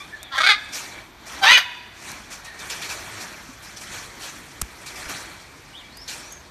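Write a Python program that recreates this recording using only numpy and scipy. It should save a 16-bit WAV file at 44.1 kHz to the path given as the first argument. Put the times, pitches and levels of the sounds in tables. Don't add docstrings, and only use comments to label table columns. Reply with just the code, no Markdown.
import sys
import numpy as np
from scipy import signal
from scipy.io import wavfile
from scipy.ndimage import uniform_filter1d

SR = 44100
rng = np.random.default_rng(int(sys.argv[2]) if len(sys.argv) > 2 else 0)


def transcribe(u):
    v = np.clip(np.atleast_2d(u).T, -1, 1)
    q = np.round(v * 32767).astype(np.int16)
    wavfile.write(sys.argv[1], SR, q)


N = 286958

# (frequency [Hz], relative level per Hz [dB])
AIR_COLOUR = [(15, -31), (25, 9.5), (71, 8), (480, -9), (661, 0.5), (2370, -3), (2710, -11), (3830, -4),
              (8740, -39), (10500, -34), (13000, -13), (14500, -23)]
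# (frequency [Hz], relative level per Hz [dB])
WIND_COLOUR = [(15, -31), (25, -27), (48, -6.5), (102, -7), (151, -10), (260, -8), (400, -8.5), (520, -31),
               (880, -120)]
AIR_DB, WIND_DB = -48.5, -54
RUMBLE_DB = -10.5

# (time [s], body level [dB], grit level [dB])
SCRAPE_LEVELS = [(0, -47.5, -47), (.3, -47.5, -60.5), (.65, -47, -48.5), (0.999, -41.5, -51),
                 (1.12, -63, -61.5), (1.35, -36, -47.5), (1.9, -62.5, -58), (2.09, -37, -38),
                 (2.23, -44.5, -48.5), (2.43, -48, -56), (2.65, -39.5, -43.5), (3.22, -37.5, -41),
                 (3.55, -47, -49.5), (3.82, -46.5, -57.5), (3.95, -37, -36.5), (4.1, -43, -47),
                 (4.75, -47, -47.5), (5.13, -36, -41.5), (5.46, -49, -51), (5.95, -79, -54),
                 (6.15, -42, -46), (6.5, -56.5, -55)]
# (frequency [Hz], relative level per Hz [dB])
BODY_COLOUR = [(88, -41), (150, -10), (356, -14.5), (538, -4), (945, -3), (2100, 0), (2340, -2.5),
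               (2840, -3), (4000, -5), (5200, -18), (8800, -120)]
# (frequency [Hz], relative level per Hz [dB])
GRIT_COLOUR = [(1470, -59), (2500, 3.5), (3030, -3), (5030, 1.5), (5870, -11.5), (7650, 5), (8670, -12.5),
               (13400, -13.5), (14500, -28)]
# (frequency [Hz], width [Hz], strength before wavering [dB])
SCRAPE_RINGS = [(944, 23, -6), (2315, 34, 4.5), (5980, 840, -8)]
# (time [s], nominal peak [dB], time to fall 60 dB [s], rise [s])
SCUFFS = [(0.72, -17.5, 0.49, 0.038), (1.2555, -32.5, 1, 0.015), (2.3, -20.5, 0.25, 0.034),
          (2.442, -26, 0.14, 0.011), (2.5885, -31.5, 0.34, 0.0059), (2.6963, -20, 0.29, 0.0057),
          (2.814, -26.5, 0.51, 0.0086), (2.889, -17.5, 0.2, 0.024), (3.2, -25.5, 0.18, 0.017),
          (3.6194, -35.5, 0.97, 0.013), (3.763, -33, 0.52, .008), (3.81, -31, 0.24, 0.0046),
          (4.196, -19, 0.38, 0.05), (4.859, -25, 0.19, .007), (4.9546, -31.5, 0.47, 0.0061),
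          (5.0809, -25, 0.53, 0.013), (6.075, -22.5, 0.49, 0.0083)]
SCUFF_CREST_DB = 9
RING_WAVER_DB = 3.5

# (time [s], lowest pitch [Hz], level [dB])
FAR_CALL = [(0, 1126, -42), (.03, 1235, -55.5), (.08, 1235, -64)]
# (multiple of the pitch [-], added level [dB])
FAR_OVERTONES = [(1, 0.5), (2, 1.5), (3, -0.5)]
# (start [s], turn [s], end [s], pitch at start [Hz], at turn [Hz],
# at end [Hz], level at turn [dB])
WHISTLES = [(0.113, .135, .18, 1917, 1730, 1670, -45), (.19, .235, .29, 3200, 3610, 3300, -46),
            (2.406, 2.471, 2.56, 1770, 1836, 1800, -46), (2.6, 2.63, 2.665, 1890, 1770, 1880, -46),
            (2.6, 2.622, 2.65, 3700, 3660, 3300, -43.5), (5.731, 5.774, 5.825, 2700, 3750, 2690, -43),
            (5.801, 5.824, 5.865, 2350, 2294, 2340, -49.5), (5.825, 5.86, 5.895, 3450, 3280, 3400, -54),
            (5.882, 6.023, 6.06, 3510, 5560, 5430, -48.5), (6.16, 6.322, 6.41, 4870, 6430, 6380, -49.5)]
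WHISTLE_START_DB, WHISTLE_END_DB = -7, -11

# (frequency [Hz], width [Hz], strength [dB])
ROOF_RINGS = [(978, 30, 6), (1690, 47, 8.5), (2164, 26, 7.5), (2560, 31, 6), (2780, 33.5, -7),
              (3540, 50, 8), (4650, 33, 9.5)]
EARLY_DB, EARLY_T60_S = -4, 0.15
LATE_DB, LATE_T60_S = -23.5, 1.12
FAR_WET_DB = 5

# (time [s], level before the fade [dB], centre [Hz])
TICKS = [(0.23, -27, 5000), (2.1166, -29, 5000), (4.6146, -17, 6770), (5.9718, -31, 10000),
         (6.324, -31.5, 10000)]
# (time [s], level before the fade [dB], frequency [Hz], time to fall 60 dB [s])
THUMPS = [(3.49, -35, 260, .1), (4.6157, -19, 1296, 0.013), (4.6184, 3, 8000, .0006),
          (4.6195, -30, 170, .04), (4.6243, -22, 58, .09), (5.066, -33, 60, 0.09)]
TICK_T60_S = 0.021

# (time [s], pitch [Hz], level [dB], roughness [0-1],
# beak opening as second-resonance strength [dB], first resonance [Hz], second resonance [Hz])
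SQUAWKS = [
    [(.305, 276.8, -53, .1, -12, 1400, 1750), (.325, 276.6, -31.5, 0.083, 0, 1250, 1650),
     (.35, 257, -29, 0.55, 0, 950, 1930), (.372, 291.2, -21, 0.83, -4, 1250, 1970),
     (.382, 275, -18, .25, -13, 1590, 2240), (.41, 329.2, -16, 0.26, -7, 1190, 2150),
     (.44, 375.6, -17, 0.4, -2.5, 1360, 2250), (.47, 430, -12.5, 0.41, -1, 1430, 2240),
     (.49, 434, -11, 0.15, -2, 1480, 2210), (.522, 403.1, -14, 0.21, -0.5, 1340, 2220),
     (.535, 426, -31, .4, 14, 1330, 2300), (.562, 416.7, -47, 0.32, 4, 1600, 2100)],
    [(1.41, 795.6, -45, 0.38, -15, 780, 1500), (1.423, 784, -24.5, 0.4, -14, 780, 1500),
     (1.44, 752.8, -12.5, 0.57, 5, 766, 1420), (1.455, 812, -15, 0.67, 3, 850, 1550),
     (1.48, 927.6, -10, 0.44, 8.5, 980, 1940), (1.52, 1013, -8.5, 0.56, 6.5, 1150, 2000),
     (1.562, 976, -11, 0.16, 17, 1390, 1840), (1.579, 963, -12.5, 0.86, 0, 1270, 1880),
     (1.592, 952, -29, 0.87, -18, 1200, 1900), (1.61, 940, -51, 0.72, 0, 1100, 1900)],
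]
# (frequency [Hz], width [Hz], strength before each squawk's change [dB])
SKULL = [(750, 600, -11), (4500, 500, -12), (5700, 900, -20), (8200, 1500, -28), (12800, 2000, -26)]
# (strength [dB], tilt above 4.5 kHz [dB per octave])
SHRILL = [(-3, -4), (3, 2)]
# (burst time [s], depth of the fade [dB])
CATCHES = [(0.376, 8), (.404, 19), (0.434, 27), (0.464, 10), (.489, 13.5)]
# (first [Hz], second [Hz], third [Hz], fourth [Hz])
THROAT_WIDTHS = [(350, 460, 830, 960), (775, 1270, 1860, 330)]
# (start [Hz], end [Hz])
UPPER_GLIDES = [
    [(3400, 3540), (4650, 4610)],
    [(3400, 3350), (5100, 6400)],
]
UPPER_GLIDE_TIMES = [0.16, 0.083]
UPPER_LEVELS = [-3.5, -1]
WEAK_PULSES = [0, 0.19]
UPPER_FOLLOWS, FOURTH_DB = .6, -4
SAG, SAG_S, CATCH_FADE_S = .12, 0.031, 0.011
BREAK_S, BREAK_END_S, BREAK_LIFT = 1.524, 1.564, 1.25

NOTCH_HZ, NOTCH_WIDTH_HZ, NOTCH_SHARE = 2708, 136, 0.35
CUTOFF_HZ = 14700


def from_db(db):
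    return 10 ** (np.asarray(db) / 20)


def rms_one(x):
    return x / np.sqrt(np.mean(x ** 2) + 1e-20)


def in_time(rows):
    s, *columns = np.transpose(rows)
    first = int(s[0] * SR)
    t = np.arange(first, min(N, int(s[-1] * SR))) / SR
    return first, [np.interp(t, s, column) for column in columns]


def drift(rate, size=N):
    r = np.exp(-16 * np.pi * rate / SR)
    noise = rng.standard_normal(size // 8 + 1002)
    slow = signal.lfilter([1], [1, -2 * r, r * r], noise)[1000:]
    return np.interp(np.arange(size) / 8, np.arange(len(slow)), rms_one(slow))


def poles(hz, width_hz):
    r = np.exp(-np.pi * width_hz / SR)
    return (1 - r * r) / 2 * np.array([1, 0, -1]), [1, -2 * r * np.cos(2 * np.pi * hz / SR), r * r]


def moving_resonance(x, hz, width_hz):
    out, state = np.zeros(len(x)), np.zeros(2)
    for i in range(0, len(x), 64):
        out[i:i + 64], state = signal.lfilter(*poles(hz[i], width_hz), x[i:i + 64], zi=state)
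    return out


def coloured(source, spectrum, patchy_db, rate):
    hz, level_db = np.transpose(spectrum)
    edges = hz[0] * 2 ** np.arange(0, np.log2(hz[-1] / hz[0]) + 1 / 3, 1 / 3)
    out = 0
    for k, (low, high) in enumerate(zip(edges, edges[1:])):
        band_filter = signal.butter(2, [low, high], "band", fs=SR, output="sos")
        band = signal.sosfilt(band_filter, source[k % 2])[-N:]
        band_db = np.interp(np.log(low * high) / 2, np.log(hz), level_db)
        out = out + band * from_db(band_db + patchy_db * drift(rate))
    return rms_one(out)


def background():
    s, body_db, _ = np.transpose(SCRAPE_LEVELS)
    low = coloured(rng.standard_normal((2, N + SR // 4)), WIND_COLOUR, patchy_db=3.0, rate=4.4)
    air = coloured(rng.standard_normal((2, N + SR // 4)), AIR_COLOUR, patchy_db=2.0, rate=0.4)
    rumble = from_db(np.interp(np.arange(N) / SR, s, body_db) + RUMBLE_DB)
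    both = from_db(AIR_DB) * air + np.hypot(from_db(WIND_DB), rumble) * low
    return signal.sosfilt(signal.butter(6, 38, "high", fs=SR, output="sos"), both)


def scraping():
    grain_db = 2.54 * np.minimum(rng.exponential(1, (2, N)), 5)
    grains = rng.standard_normal((2, N)) * from_db(grain_db)
    s, body_db, grit_db = np.transpose(SCRAPE_LEVELS)
    t, kicks = np.arange(N) / SR, np.zeros(N)
    for at, db, t60, rise in SCUFFS:
        since = np.maximum(t - at, 0)
        kicks += from_db(db - SCUFF_CREST_DB - 60 * since / t60) * np.minimum(since / rise, 1)
    body = coloured(grains, BODY_COLOUR, patchy_db=2.0, rate=18.0)
    body *= from_db(np.interp(t, s, body_db)) + 0.43 * kicks
    grit = coloured(grains[::-1], GRIT_COLOUR, patchy_db=2.0, rate=20)
    grit *= from_db(np.interp(t, s, grit_db)) + kicks
    scrape = body + grit
    rings = sum(from_db(db + RING_WAVER_DB * drift(1)) * signal.lfilter(*poles(hz, width_hz), scrape)
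                for hz, width_hz, db in SCRAPE_RINGS)
    return scrape + rings


def whistles():
    out = np.zeros(N)
    notes = [(FAR_CALL, multiple, db) for multiple, db in FAR_OVERTONES]
    for s, turn, end, start_hz, turn_hz, end_hz, db in WHISTLES:
        rows = [(s, start_hz, db + WHISTLE_START_DB), (turn, turn_hz, db), (end, end_hz, db + WHISTLE_END_DB)]
        notes.append((rows, 1, 0))
    for rows, multiple, db in notes:
        first, (hz, level_db) = in_time(rows)
        n = len(hz)
        wavering_hz = multiple * hz * (1 + 0.019 * drift(82, size=N // 20)[:n])
        tone = np.sqrt(2) * np.sin(2 * np.pi * np.cumsum(wavering_hz) / SR)
        loudness = from_db(db + level_db + 3 * drift(70, size=N // 20)[:n])
        out[first:first + n] += tone * loudness * signal.windows.tukey(n, .2)
    return out


def aviary(x):
    t = np.arange(SR) / SR
    early = rng.standard_normal(SR) * from_db(-60 * t / EARLY_T60_S) * (t > .004)
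    dull_noise = signal.lfilter(*signal.butter(1, 4500, fs=SR), rng.standard_normal(SR))
    late = dull_noise * from_db(-60 * t / LATE_T60_S) * (t > .02)
    late += sum(from_db(db) * signal.lfilter(*poles(hz, width_hz), late) for hz, width_hz, db in ROOF_RINGS)
    reply = from_db(EARLY_DB) * early / np.linalg.norm(early)
    reply += from_db(LATE_DB) * late / np.linalg.norm(late)
    return signal.fftconvolve(x, reply)[:N]


def knocks():
    out = np.zeros(N + SR)
    t = np.arange(SR // 5) / SR
    for s, db, hz in TICKS:
        burst = signal.lfilter(*poles(hz, 13000), rng.standard_normal(len(t)))
        out[round(s * SR):][:len(t)] += from_db(db - 60 * t / TICK_T60_S) * burst
    for s, db, hz, t60 in THUMPS:
        out[round(s * SR):][:len(t)] += from_db(db - 60 * t / t60) * np.sin(2 * np.pi * hz * t)
    return out[:N]


def squawk(rows, widths_hz, shrill, upper_hz, glide_s, upper_db, weak_pulse):
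    first, (pitch, level_db, rough, opening_db, first_hz, second_hz) = in_time(rows)
    n, rough = len(pitch), np.clip(rough, 0, 1)
    t = (first + np.arange(n)) / SR

    broken = uniform_filter1d(1. * (t > BREAK_S) * (t < BREAK_END_S), size=260)
    weak = weak_pulse + (1 - weak_pulse) * broken
    upper_centres = [np.interp(t - t[0], [0, glide_s], ends) for ends in upper_hz]
    centres = [first_hz, second_hz * BREAK_LIFT ** broken] + upper_centres

    for s, depth_db in CATCHES:
        ahead = s - t
        pitch = pitch * (1 - SAG * np.clip(1 - ahead / SAG_S, 0, 1) * (t < s))
        fade = np.clip(1.3 - ahead / CATCH_FADE_S, 0, 1) * np.clip(ahead / 0.00065, 0, 1)
        level_db = level_db - depth_db * fade

    cycles = np.cumsum(pitch * (1 + .06 * rough * drift(250, size=n))) / SR
    count = cycles.astype(int)
    strength = from_db(6 * rough * np.clip(rng.standard_normal(400), -2, 1.5)[count])
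    strength *= 1 - np.clip(weak, 0, 1) * (count % 2)
    samples_from_middle = (cycles % 1 - .5) * SR / pitch
    pulses = np.exp(-np.square(samples_from_middle / 1.38)) * np.sqrt(SR / pitch)
    breath = rng.standard_normal(n) * (1 - (cycles + .5) % 1)
    source = strength * (pulses * (1 - rough) + 2.4 * rough * breath)

    upper_db = upper_db + UPPER_FOLLOWS * opening_db
    gains_db = [0, opening_db, upper_db, upper_db + FOURTH_DB]
    voice = np.zeros(n)
    for k, (hz, width_hz, db) in enumerate(zip(centres, widths_hz, gains_db)):
        once = moving_resonance(source, hz, width_hz)
        voice += (-1) ** k * from_db(db) * moving_resonance(once, hz, width_hz)
    for hz, width_hz, db in SKULL:
        skull_db = db + shrill[0] + shrill[1] * np.log2(max(hz / 4500, 1))
        voice += from_db(skull_db) * signal.lfilter(*poles(hz, width_hz), source)
    voice = signal.sosfilt(signal.butter(6, 500, "high", fs=SR, output="sos"), voice)
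    voice /= np.sqrt(uniform_filter1d(voice ** 2, size=600) + 1e-9)
    out = np.zeros(N)
    out[first:first + n] = voice * from_db(level_db)
    return out


def scene():
    calls = zip(SQUAWKS, THROAT_WIDTHS, SHRILL, UPPER_GLIDES, UPPER_GLIDE_TIMES, UPPER_LEVELS, WEAK_PULSES)
    macaw = sum(squawk(*call) for call in calls)
    far = whistles()
    echoes = aviary(macaw + from_db(FAR_WET_DB) * far)
    return (macaw + far + echoes + scraping() + knocks() + background())[None]


def record(dry):
    notched = dry - NOTCH_SHARE * signal.lfilter(*poles(NOTCH_HZ, NOTCH_WIDTH_HZ), dry)
    rounded = notched / (1 + np.abs(notched / .97) ** 4) ** .25
    return signal.sosfilt(signal.cheby2(14, 70, CUTOFF_HZ, fs=SR, output="sos"), rounded)


dry = scene()
out = record(dry)
transcribe(out)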